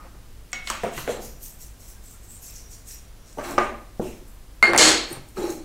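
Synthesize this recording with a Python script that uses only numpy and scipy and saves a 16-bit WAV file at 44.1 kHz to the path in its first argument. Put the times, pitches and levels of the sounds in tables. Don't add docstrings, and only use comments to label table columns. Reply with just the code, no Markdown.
import sys
import numpy as np
from scipy import signal
from scipy.fft import rfft, irfft, next_fast_len
from scipy.io import wavfile
from scipy.ndimage import uniform_filter1d, minimum_filter1d

SR = 44100
rng = np.random.default_rng(int(sys.argv[2]) if len(sys.argv) > 2 else 0)


def unload_wav(signal):
    wavfile.write(
        sys.argv[1],
        SR,
        np.round(np.clip(np.atleast_2d(signal).T, -1, 1) * 32767).astype(np.int16),
    )


def to_linear_factor(level_db):
    exponent = np.asarray(level_db, float) / 20
    return 10 ** exponent


N = 249120

# hz, level_db
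BOARD_CRACK = [(80, -12), (220, -25.5), (350, -5.5), (560, 14), (900, 0), (1500, -4.5), (3500, -23),
               (6000, -41), (16000, -41.5)]
# hz, level_db
ROD_CRACK = [(100, -21.5), (350, 0), (800, 8.5), (1300, 5.5), (2200, 0), (3300, -16.5), (5000, -24),
             (16000, -50)]
# hz, level_db
CHIP_COLOUR = [(150, -12), (330, 3.5), (700, 1), (2000, 2), (3200, 1.5), (4400, 4), (7500, 1), (9800, -6),
               (11500, -13.5), (16000, -30)]
# ratio to pitch, level_db, time to fade 60 dB in s
SOFT_MODES = [(1, 0.5, 0.071), (2.28, -23.5, 0.16)]
# hz, level_db
SOFT_CRACK = [(50, -25.5), (150, -11), (370, 1), (600, 0.5), (1400, -16), (3000, -42), (16000, -28)]
RUB_RISE, RUB_FALL = 590, 166
SLIDE_RISE, SLIDE_FALL = 2100, 410


def unit(x):
    return x / np.sqrt(np.mean(x ** 2) + 1e-20)


def along(points, hz):
    f, v = np.transpose(points)
    return np.interp(np.log(hz + 1), np.log(f + 1), v)


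def filtered(x, response):
    m = next_fast_len(len(x) + 8192)
    spectrum = rfft(x, m) * response(np.fft.rfftfreq(m, 1 / SR))
    return irfft(spectrum, m)[:len(x)]


def resonant(x, peaks):
    def response(f):
        total = 0
        for k, (centre, width, db) in enumerate(peaks):
            damping = 1j * f * width
            total = total + (-1) ** k * to_linear_factor(db) * damping / (centre * centre - f * f + damping)
        return total
    return filtered(x, response)


def causal(points, tilt_db, size=2048):
    hz = np.fft.rfftfreq(size, 1 / SR)
    level_db = along(points, hz) + tilt_db * np.log2((hz + 50) / 1000)
    cep = irfft(np.log(to_linear_factor(level_db)))
    cep[1:size // 2] *= 2
    cep[size // 2 + 1:] = 0
    h = irfft(np.exp(rfft(cep)))[:size // 2]
    return h / np.abs(h).max()


def grains(rate, spread_db):
    chance, size = rng.random((2, N))
    happens = chance < rate / SR
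    return unit(happens * rng.standard_normal(N) * to_linear_factor(-spread_db * np.log(size + 1e-9)))


def patchy(x, patch_db):
    z = signal.stft(x, nperseg=512)[2]
    field = uniform_filter1d(rng.standard_normal(z.shape), size=8, axis=0)
    field = uniform_filter1d(field, size=10, axis=1)
    return unit(signal.istft(z * to_linear_factor(patch_db * unit(field)), nperseg=512)[1][:N])


def strokes(rows, rise, fall):
    start, held, *cols = np.transpose(rows)[:, :, None]
    t = np.arange(0, N / SR, 0.001)
    early = np.maximum(start - t, 0)
    late = np.maximum(t - start - held, 0)
    return to_linear_factor(-rise * early - fall * late), cols


def summed(gains):
    total = np.sqrt(np.sum(gains ** 2, axis=0))
    return np.interp(np.arange(N) / SR * 1000, np.arange(len(total)), total)


def room(x):
    # hz, time to fade 60 dB in s
    fading = [(200, 0.61), (1000, 0.47), (4000, 0.49), (8000, 0.23), (14000, 0.18)]
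    hz, t, z = signal.stft(rng.standard_normal(SR * 3 // 4), SR, nperseg=256)
    tail = signal.istft(z * to_linear_factor(-60 * t / along(fading, hz)[:, None]), SR, nperseg=256)[1]
    t = np.arange(len(tail)) / SR
    tail = tail * (1 - np.exp(-t / 0.0028))
    tail = tail * (1 + 0.3 * np.exp(-t / 0.0022))
    return signal.fftconvolve(x, tail / np.linalg.norm(tail))


def blows(events, modes, crack, knock_db, crack_s, hard_db):
    # hz, width_hz, level_db
    bench = [(123, 54, -12), (224.6, 14, 7.5), (323, 49, 3), (365, 54, 3), (526, 42, 7), (651, 40, 8.5),
             (883, 26, -1)]
    out, t = np.zeros(N + 2 * SR), np.arange(SR // 5) / SR
    knock = resonant(np.exp(-t / 0.00035), bench)
    knock = to_linear_factor(knock_db) * knock / np.abs(knock).max()
    touch = causal(crack, hard_db)
    for s, db, pitch, ring_db, room_db in events:
        ring = sum(to_linear_factor(g - 60 * t / t60) * np.sin(2 * np.pi * pitch * r * t) for r, g, t60 in modes)
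        ring = to_linear_factor(ring_db) * ring * (1 - np.exp(-t * pitch / 0.57))
        contact = 0.25 * rng.standard_normal(1024) * to_linear_factor(-60 * t[:1024] / crack_s)
        contact[0] = 1
        burst = np.convolve(contact, touch)
        burst = burst / np.abs(burst).max()
        dry = ring + knock
        spread = dry - 0.6 * ring
        spread[:len(touch)] += touch * np.linalg.norm(burst) / np.linalg.norm(touch)
        dry[:len(burst)] += burst
        wet = to_linear_factor(room_db) * room(spread)
        wet[:len(dry)] += dry
        out[round(s * SR):][:len(wet)] -= to_linear_factor(db - 1.0) * wet
    return out[:N]


def rasp(rows, peaks, mid_hz, fall=RUB_FALL):
    shape, (db,) = strokes(rows, SLIDE_RISE, fall)
    edge = resonant(grains(4010, spread_db=2.0), peaks)
    return summed(shape * to_linear_factor(db)) * unit(resonant(edge, [(mid_hz, 900, 0)]))


def floor():
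    # hz, level_db
    noise_colour = [(9, -13), (15, 4), (44, -3), (55, 2), (66, -14.5), (78, -11.5), (200, -19), (450, -25),
                    (700, -28), (3000, -35.5), (10600, -38.5), (15700, -42), (15900, -60)]
    noise = filtered(rng.standard_normal(N), lambda hz: to_linear_factor(along(noise_colour, hz)))
    return to_linear_factor(-44) * unit(noise)


def hum():
    # pitch_hz, rms level_db
    lines = [(50, -52.5), (99, -60)]
    t, out = np.arange(N) / SR, 0
    for hz, db in lines:
        level_db = db + 0.7 * np.sin(2 * np.pi * 1.35 * t + hz)
        out = out + np.sqrt(2) * to_linear_factor(level_db) * np.sin(2 * np.pi * hz * t)
    return out


def faint_rings():
    # start_s, peak_db, pitch_hz, ring_db, room_db
    events = [
        (0.0, -72, 1238, 25.5, -1),
        (.14, -80, 1230, 18, -6),
        (1.96, -83, 1600, 24, -6),
        (2.14, -79, 1370, 23, -6),
        (5.415, -62.5, 840, 25, -10),
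    ]
    # ratio to pitch, level_db, time to fade 60 dB in s
    modes = [(1, 2, .2), (.925, -3, .08), (1.17, -9, .25)]
    return blows(events, modes, ROD_CRACK, knock_db=-30, crack_s=0.01, hard_db=0)


def drag():
    # full_from_s, held_s, bench rumble_db, scrape_db
    slides = [
        (.001, 0.065, -76, -45.5),
        (.14, 0.012, -63, -52),
        (3.39, 0.021, -44, -32.5),
        (3.44, 0.079, -45.5, -30),
        (3.495, 0.14, -41.5, -40),
        (4.675, 0.024, -26.5, -25),
        (4.736, 0.035, -24.5, -24),
        (5.09, 0.075, -47.5, -40),
        (5.372, 0.13, -32.5, -36),
        (5.64, .015, -48, -60),
    ]
    # hz, width_hz, level_db
    board = [(335, 20, 1), (371, 67, -2.5), (569, 72, -8), (815, 32, -2)]
    # hz, level_db
    scrape_colour = [(530, -0.5), (900, 7), (959, 0), (1180, 6.5), (1430, 1.5), (2600, -10), (3600, -22),
                     (6000, -16), (7800, -57), (13200, -120)]
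    shape, (rumble_db, scrape_db) = strokes(slides, SLIDE_RISE, SLIDE_FALL)
    shaking = resonant(grains(1500, spread_db=-0.1), board)
    rumble = unit(resonant(shaking, [(388, 230, 0)]))
    scrape = unit(filtered(grains(5000, spread_db=1.5), lambda hz: to_linear_factor(along(scrape_colour, hz))))
    dry = summed(shape * to_linear_factor(rumble_db - 0.5)) * rumble + summed(shape * to_linear_factor(scrape_db - 7)) * scrape
    return dry + to_linear_factor(-7.5) * room(dry)[:N]


def thuds():
    # start_s, peak_db, pitch_hz, ring_db, room_db
    events = [
        (1.077, -16, 506, 0.5, 1),
        (1.0925, -22, 470, 9.5, -8),
        (1.169, -32.5, 580, -12, 7.5),
        (4.689, -20, 542, -9, 8.5),
        (0.051, -50.5, 514, 11, -10),
    ]
    # ratio to pitch, level_db, time to fade 60 dB in s
    modes = [(1.022, -2, 0.091), (1.327, -1.5, 0.033), (0.6, -24, 0.076)]
    return blows(events, modes, BOARD_CRACK, knock_db=-5.5, crack_s=0.01, hard_db=0.9)


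def ticks():
    # start_s, peak_db, ring_hz
    touches = [(0.518, -36, 8600), (0.53, -21, 7500), (0.531, -19, 5800), (.673, -23, 4200),
               (.6735, -28, 7400), (0.701, -17, 6500), (0.7013, -17, 8320), (.838, -33, 7300),
               (0.9358, -31, 7900), (.978, -26, 6100), (2.469, -37, 5570), (2.4997, -35, 5330),
               (2.507, -37, 12800), (2.582, -40, 8200), (2.7294, -42, 5900), (2.909, -31, 5950),
               (2.945, -31, 14200), (3.3278, -37, 7600), (3.4405, -29, 7760), (3.5095, -28, 7260),
               (3.5826, -23, 5940), (4.2844, -60, 8740), (4.699, -29, 5800), (4.734, -25, 8040),
               (4.745, -36, 5900), (4.75, -36, 13200), (4.7625, -16.5, 8900), (4.772, -33, 9000),
               (5.1063, -38, 8860), (5.1283, -28, 12600), (5.2864, -40, 9020), (5.3622, -41, 8400),
               (5.5032, -25, 7000)]
    out, t = np.zeros(N + 2 * SR), np.arange(SR // 20) / SR
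    for s, db, hz in touches:
        touch = rng.standard_normal(len(t)) * to_linear_factor(-60 * t / 0.017)
        ring = resonant(touch, [(hz, 450, 0)])
        dry = 0.26 * np.gradient(touch) + ring / np.abs(ring).max()
        wet = to_linear_factor(-10.5) * room(dry)
        wet[:len(dry)] += dry
        out[round(s * SR):][:len(wet)] += to_linear_factor(db - 2) * wet
    return out[:N]


def clicks():
    # start_s, peak_db, pitch_hz, ring_db, room_db
    events = [
        (0.53, -21, 2204, -2.5, 4.1),
        (0.673, -20.5, 2155, -8, 1),
    ]
    # ratio to pitch, level_db, time to fade 60 dB in s
    modes = [(1, 1.5, 0.037), (1.004, -11.5, 0.28), (.66, -8.5, 0.085), (.542, -12, 0.086),
             (0.338, -10.5, 0.051), (1.18, -9, 0.064), (1.4, -15, 0.078), (1.5, -20, 0.046),
             (2.567, -19, 0.25), (3, -14.5, 0.17), (3.1, -29, .25)]
    # hz, level_db
    crack = [(150, -29), (500, -13), (1000, 13), (2200, 10), (3200, 7), (4500, -1), (5800, -21), (8000, -8),
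             (10000, -42), (16000, -26)]
    return blows(events, modes, crack, knock_db=-22.0, crack_s=0.011, hard_db=5.0)


def rustle():
    # full_from_s, held_s, level_db, brightness 0-1, edge_db above the rub
    stirs = [(1.222, 0.034, -44, 0.17, -2), (1.431, 0.031, -44, 0.48, 1.5), (1.61, 0.017, -47, 0.44, -1),
             (1.805, 0.049, -53, 0.4, -4), (1.885, 0.019, -51.5, 0.45, 0.5), (2.04, 0.1, -53.5, 0.6, -3.5),
             (2.24, 0.01, -55, 0.5, -2), (2.305, 0.047, -48.5, 0.92, -6), (2.43, 0.055, -45.5, 0.5, -2),
             (2.555, 0.013, -45.5, 0.06, -6), (2.715, 0.021, -47.5, 0.23, -6),
             (2.881, 0.038, -43, 0.54, -6), (3.275, 0.034, -53.5, 0.1, -14), (3.385, 0.011, -51, 0.2, -10),
             (4.28, 0.0086, -62, 1, 4), (5.285, 0.014, -64.5, .45, 4)]
    # full_from_s, held_s, level_db, edge_db and face_db above the rub
    shifts = [(.54, 0.017, -56.5, -26, 22), (0.675, 0.024, -41, -12, 12), (.74, 0.14, -51.5, -21, 15),
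              (.935, 0.028, -48, -2.5, 11), (0.973, 0.032, -41, -3, 11), (1.095, 0.017, -43.5, -8.5, 16.5),
              (2.5, 0.027, -68, -10, 22), (2.9, 0.067, -65.5, -10, 20), (3.441, 0.086, -46, -3, 11.5),
              (3.6, 0.05, -51.5, -15, 16), (4.023, 0.065, -50, -7, 12), (4.15, .03, -66, 2, -2),
              (5.1, 0.034, -49.5, -5, 12), (5.376, 0.095, -48.5, -3, 11.5), (5.497, 0.021, -44.5, -3.5, 5)]
    # hz, width_hz, level_db
    dull = [(5740, 680, 0.5), (6200, 180, 7.5), (6650, 1130, 2)]
    # hz, width_hz, level_db
    shiny = [(7600, 460, 3.5), (8410, 560, 3.5), (8860, 630, 0.5)]
    # hz, width_hz, level_db
    thin = [(11600, 5000, 8), (13160, 1200, 13), (13970, 1200, 8)]
    # hz, width_hz, level_db
    broad = [(2390, 1070, 15), (4200, 140, 10)]
    rows = [(*row, -6) for row in stirs]
    rows += [(s, held, db, 0.35, edge, face) for s, held, db, edge, face in shifts]
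    shape, (db, bright, edge_db, face_db) = strokes(rows, RUB_RISE, RUB_FALL)
    gain = shape * to_linear_factor(db)

    def rub(peaks):
        return patchy(resonant(grains(15000, spread_db=1.4), peaks), patch_db=3)

    dry = summed(gain * np.sqrt(1 - bright)) * rub(dull)
    dry = dry + summed(gain * np.sqrt(bright)) * rub(shiny)
    edge = unit(resonant(rub(thin), [(12900, 15800, 0)]))
    face = unit(resonant(rub(broad), [(2960, 12000, 0)]))
    dry = dry + summed(gain * to_linear_factor(edge_db)) * edge + summed(gain * to_linear_factor(face_db - 13.0)) * face
    return dry + to_linear_factor(-7.5) * room(dry)[:N]


def taps():
    # start_s, peak_db, pitch_hz, ring_db, room_db
    events = [
        (0.7008, -8.5, 1046, -12, -2),
        (0.9775, -21.5, 1980, -7, 2.5),
    ]
    # ratio to pitch, level_db, time to fade 60 dB in s
    modes = [(1.01, 3.5, 0.028), (0.786, -7, 0.048), (3.4, -19, .05)]
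    # hz, level_db
    crack = [(150, -49), (500, -7), (1100, 9.5), (2200, -5), (3100, -2.5), (3700, -18), (4500, -8),
             (5400, -23), (7500, -9), (10000, -23), (16000, -26)]
    return blows(events, modes, crack, knock_db=-20.5, crack_s=0.013, hard_db=2.0)


def planks():
    # start_s, peak_db, pitch_hz, ring_db, room_db
    events = [
        (0.835, -15.5, 510, -5.5, 1),
        (.8455, -19.5, 514, -11, 0.15),
        (.861, -25.5, 394, -5, 0),
        (3.385, -24, 604, -3.5, 0.11),
    ]
    # ratio to pitch, level_db, time to fade 60 dB in s
    modes = [(1, 0.5, 0.052), (1, -1, 0.11), (1.4, 2.5, 0.05), (1.9, -6.5, 0.09), (0.456, -1.5, 0.071),
             (3.6, -29, .08), (4.9, -29, 0.09)]
    return blows(events, modes, BOARD_CRACK, knock_db=-5.5, crack_s=0.0071, hard_db=3.5)


def palms():
    # start_s, peak_db, pitch_hz, ring_db, room_db
    events = [
        (.965, -33.5, 142, 0, 6),
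        (1.24, -34.5, 150, 0, 0),
        (3.9965, -20.5, 222, 0.92, -1.5),
        (5.12, -31, 140, 0.17, -8),
        (5.172, -29.5, 133, 0.19, -4),
        (5.195, -34, 134, -0.6, -7),
        (5.384, -26.5, 210, 1.8, -3),
    ]
    return blows(events, SOFT_MODES, SOFT_CRACK, knock_db=-21, crack_s=0.0051, hard_db=-12.5)


def edge_rasps():
    # full_from_s, held_s, level_db
    rows = [
        (.985, 0.038, -49.5),
        (1.1, .04, -55),
        (3.44, .06, -50),
        (5.372, 0.032, -47.5),
        (5.43, 0.063, -48.5),
        (5.55, .08, -63),
    ]
    # hz, width_hz, level_db
    peaks = [(3920, 92, 1), (4360, 270, -2.5)]
    return rasp(rows, peaks, mid_hz=4200)


def chafes():
    # full_from_s, held_s, level_db
    rows = [
        (1.25, 0.073, -59),
        (2.54, 0.12, -57),
        (2.72, 0.057, -58),
        (2.89, 0.069, -51),
        (3.2, 0.12, -65.5),
    ]
    # hz, width_hz, level_db
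    peaks = [(5730, 130, 0)]
    return rasp(rows, peaks, mid_hz=5900)


def bumps():
    # start_s, peak_db, pitch_hz, ring_db, room_db
    events = [(3.373, -31, 410, -20, 5), (3.386, -41, 895, 11, -8), (3.503, -33, 286, 6, 9),
              (3.9965, -18.5, 371, -0.5, 1.5), (3.998, -26, 473, 6, -3), (4.069, -30, 327, -3, -9),
              (5.112, -36, 338, 12, -3), (5.374, -32.5, 374, 10.5, -3), (5.391, -32.5, 390, 11.5, -11),
              (5.417, -28.5, 395, 10, -18), (5.441, -29, 360, 12, -4.5), (5.459, -30, 371, 12.5, -13),
              (5.477, -40, 365, -1, -7), (5.497, -28.5, 363, 9.5, 0), (5.531, -36, 325, 9.5, 6.5),
              (5.59, -42, 343, 9.5, 5)]
    return blows(events, SOFT_MODES, SOFT_CRACK, knock_db=-28, crack_s=0.021, hard_db=-1.9)


def sticks():
    # start_s, peak_db, pitch_hz, ring_db, room_db
    events = [
        (3.5803, -5, 1212, -2, -0.26),
        (3.5846, -12.5, 1220, -8, -1.7),
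        (3.6078, -17, 1190, -17, -2.6),
        (5.369, -35, 1280, 3, -0.4),
    ]
    # ratio to pitch, level_db, time to fade 60 dB in s
    modes = [(1, -0.5, 0.08), (1.265, -12, 0.17), (.693, -8, 0.1), (0.479, -4.5, 0.074), (0.556, -27, .07),
             (0.305, -6, 0.11), (1.4, -26, .1), (2.2, -27, 0.1), (2.5, -31, 0.062)]
    return blows(events, modes, ROD_CRACK, knock_db=-15.0, crack_s=0.015, hard_db=2.8)


def small_block():
    # start_s, peak_db, pitch_hz, ring_db, room_db
    events = [
        (4.627, -0.5, 2125, -11.5, -1),
    ]
    # ratio to pitch, level_db, time to fade 60 dB in s
    modes = [(1, 6.5, 0.12), (1.005, -5, 0.27), (3.3, -27, 0.1), (2.073, -14.5, 0.45), (2.2, -30, .3),
             (3.157, -25, 0.21), (2.1, -14, 0.17), (3.585, -28, 0.43), (5.2, -35, 0.06),
             (4.41, -32.5, 0.24), (5.59, -44, .1), (0.21, -11.5, 0.11)]
    # hz, level_db
    crack = [(100, -57), (400, -16.5), (850, -8.5), (1600, 2.5), (2700, -6.5), (3500, -17), (4400, -2.5),
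             (5400, -22.5), (9000, -15.5), (16000, -27)]
    return blows(events, modes, crack, knock_db=-19.0, crack_s=0.0092, hard_db=-3.0)


def chips():
    # start_s, peak_db, pitch_hz, ring_db, room_db
    events = [
        (4.627, -11, 4400, -33, -23),
        (4.8422, 6, 4470, -28, -3),
        (4.8478, 7, 4200, -39, 2),
    ]
    # ratio to pitch, level_db, time to fade 60 dB in s
    modes = [(1, -4, .15), (1.545, -3, .1), (1.765, 0, .12)]
    return blows(events, modes, CHIP_COLOUR, knock_db=-39.5, crack_s=0.0021, hard_db=-1.0)


def squeaks():
    # full_from_s, held_s, level_db
    rows = [
        (4.64, 0.099, -49.5),
        (4.763, .012, -44),
        (5.108, .01, -50),
        (5.125, 0.007, -41),
    ]
    # hz, width_hz, level_db
    peaks = [(8650, 450, -2), (9100, 350, 0)]
    return rasp(rows, peaks, mid_hz=9100, fall=340)


def glances():
    # start_s, peak_db, pitch_hz, ring_db, room_db
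    events = [
        (4.7342, -6, 1230, -20, -1.5),
        (4.7398, -15, 1900, -12, 0),
        (4.748, -8, 897, -1, 0),
        (4.7622, -10, 2060, -2, -9),
    ]
    # ratio to pitch, level_db, time to fade 60 dB in s
    modes = [(1, 4, 0.0075), (0.41, -6, 0.028)]
    return blows(events, modes, ROD_CRACK, knock_db=-15.0, crack_s=0.0079, hard_db=4.5)


def snaps():
    # start_s, peak_db, pitch_hz, ring_db, room_db
    events = [
        (4.7775, 5, 7650, -23, -12),
        (4.7783, 3, 7650, -23, -12),
    ]
    # ratio to pitch, level_db, time to fade 60 dB in s
    modes = [(1, 0, .1), (.876, -5, .06)]
    # hz, level_db
    crack = [(500, -40), (3000, -22), (4300, -3), (6300, 3), (8000, -3), (10500, -9), (12500, -17),
             (16000, -19)]
    return blows(events, modes, crack, knock_db=-48, crack_s=0.005, hard_db=0)


def clatter():
    # full_from_s, held_s, level_db
    slumps = [
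        (4.784, 0.034, -11),
        (4.838, 0.007, -29),
        (4.874, 0.0083, -14),
    ]
    # start_s, peak_db
    spikes = [(4.7853, -9), (4.7854, 0), (4.7943, 5), (4.798, -2), (4.8035, -15), (4.8092, 9), (4.8141, -5),
              (4.82, -12), (4.8272, 5), (4.8382, -4), (4.8453, -11), (4.8645, -18), (4.8745, -24),
              (4.878, -3), (4.8826, -18), (4.8893, -10), (4.903, -17), (4.917, -11), (4.9203, -20),
              (4.9302, -8)]
    # hz, width_hz, level_db
    peaks = [(328, 30, -8), (1740, 40, -7), (2135, 50, -7), (3100, 130, -11), (4335, 80, 1),
             (5510, 90, -16), (6705, 100, 1), (7660, 140, 1), (9490, 160, -9)]
    shape, (db,) = strokes(slumps, rise=2500, fall=170)
    hits = summed(shape * to_linear_factor(db - 4)) * grains(8000, spread_db=1.1)
    colour = causal(CHIP_COLOUR, tilt_db=-0.8)
    s, peak_db = np.transpose(spikes)
    hits[np.round(s * SR).astype(int)] = -to_linear_factor(peak_db - 3.5) * np.linalg.norm(colour)
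    broad = np.convolve(hits, colour / np.linalg.norm(colour))[:N]
    dry = broad + to_linear_factor(7) * sum(resonant(broad, [peak]) for peak in peaks)
    return dry + to_linear_factor(-4.5) * room(dry)[:N]


def scene():
    # hz, level_db
    side_colour = [(30, -63), (200, -44), (400, -27), (800, -24), (1500, -20), (5000, -14), (14000, -13)]
    mid = floor() + hum() + faint_rings() + drag() + thuds()
    mid = mid + ticks() + clicks() + rustle() + taps() + planks() + palms()
    mid = mid + edge_rasps() + chafes() + bumps() + sticks()
    mid = mid + small_block() + chips() + squeaks() + glances() + snaps() + clatter()
    side = filtered(floor(), lambda hz: to_linear_factor(along(side_colour, hz)))
    return np.array([mid + side, mid - side])


def roll_off(x):
    return signal.sosfilt(signal.butter(12, 16520, fs=SR, output="sos"), x)


def record(dry):
    dry = np.array([filtered(c, lambda hz: 1 / np.sqrt(1 + (hz / 15800) ** 500)) for c in dry])
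    peak = np.abs(dry).max(axis=0)
    needed = np.minimum(1, 0.98 / (peak + 1e-9))
    gain = uniform_filter1d(minimum_filter1d(needed, size=41), size=21)
    drive = np.clip(uniform_filter1d(peak, size=3000) - 0.085, 0, 1)
    wander = unit(filtered(rng.standard_normal(N), lambda hz: 1 / (1 + (hz / 70) ** 2)))
    upset = to_linear_factor(-28) * drive * wander
    return roll_off(dry * gain + [upset, -upset])


dry = scene()
out = record(dry)
unload_wav(out)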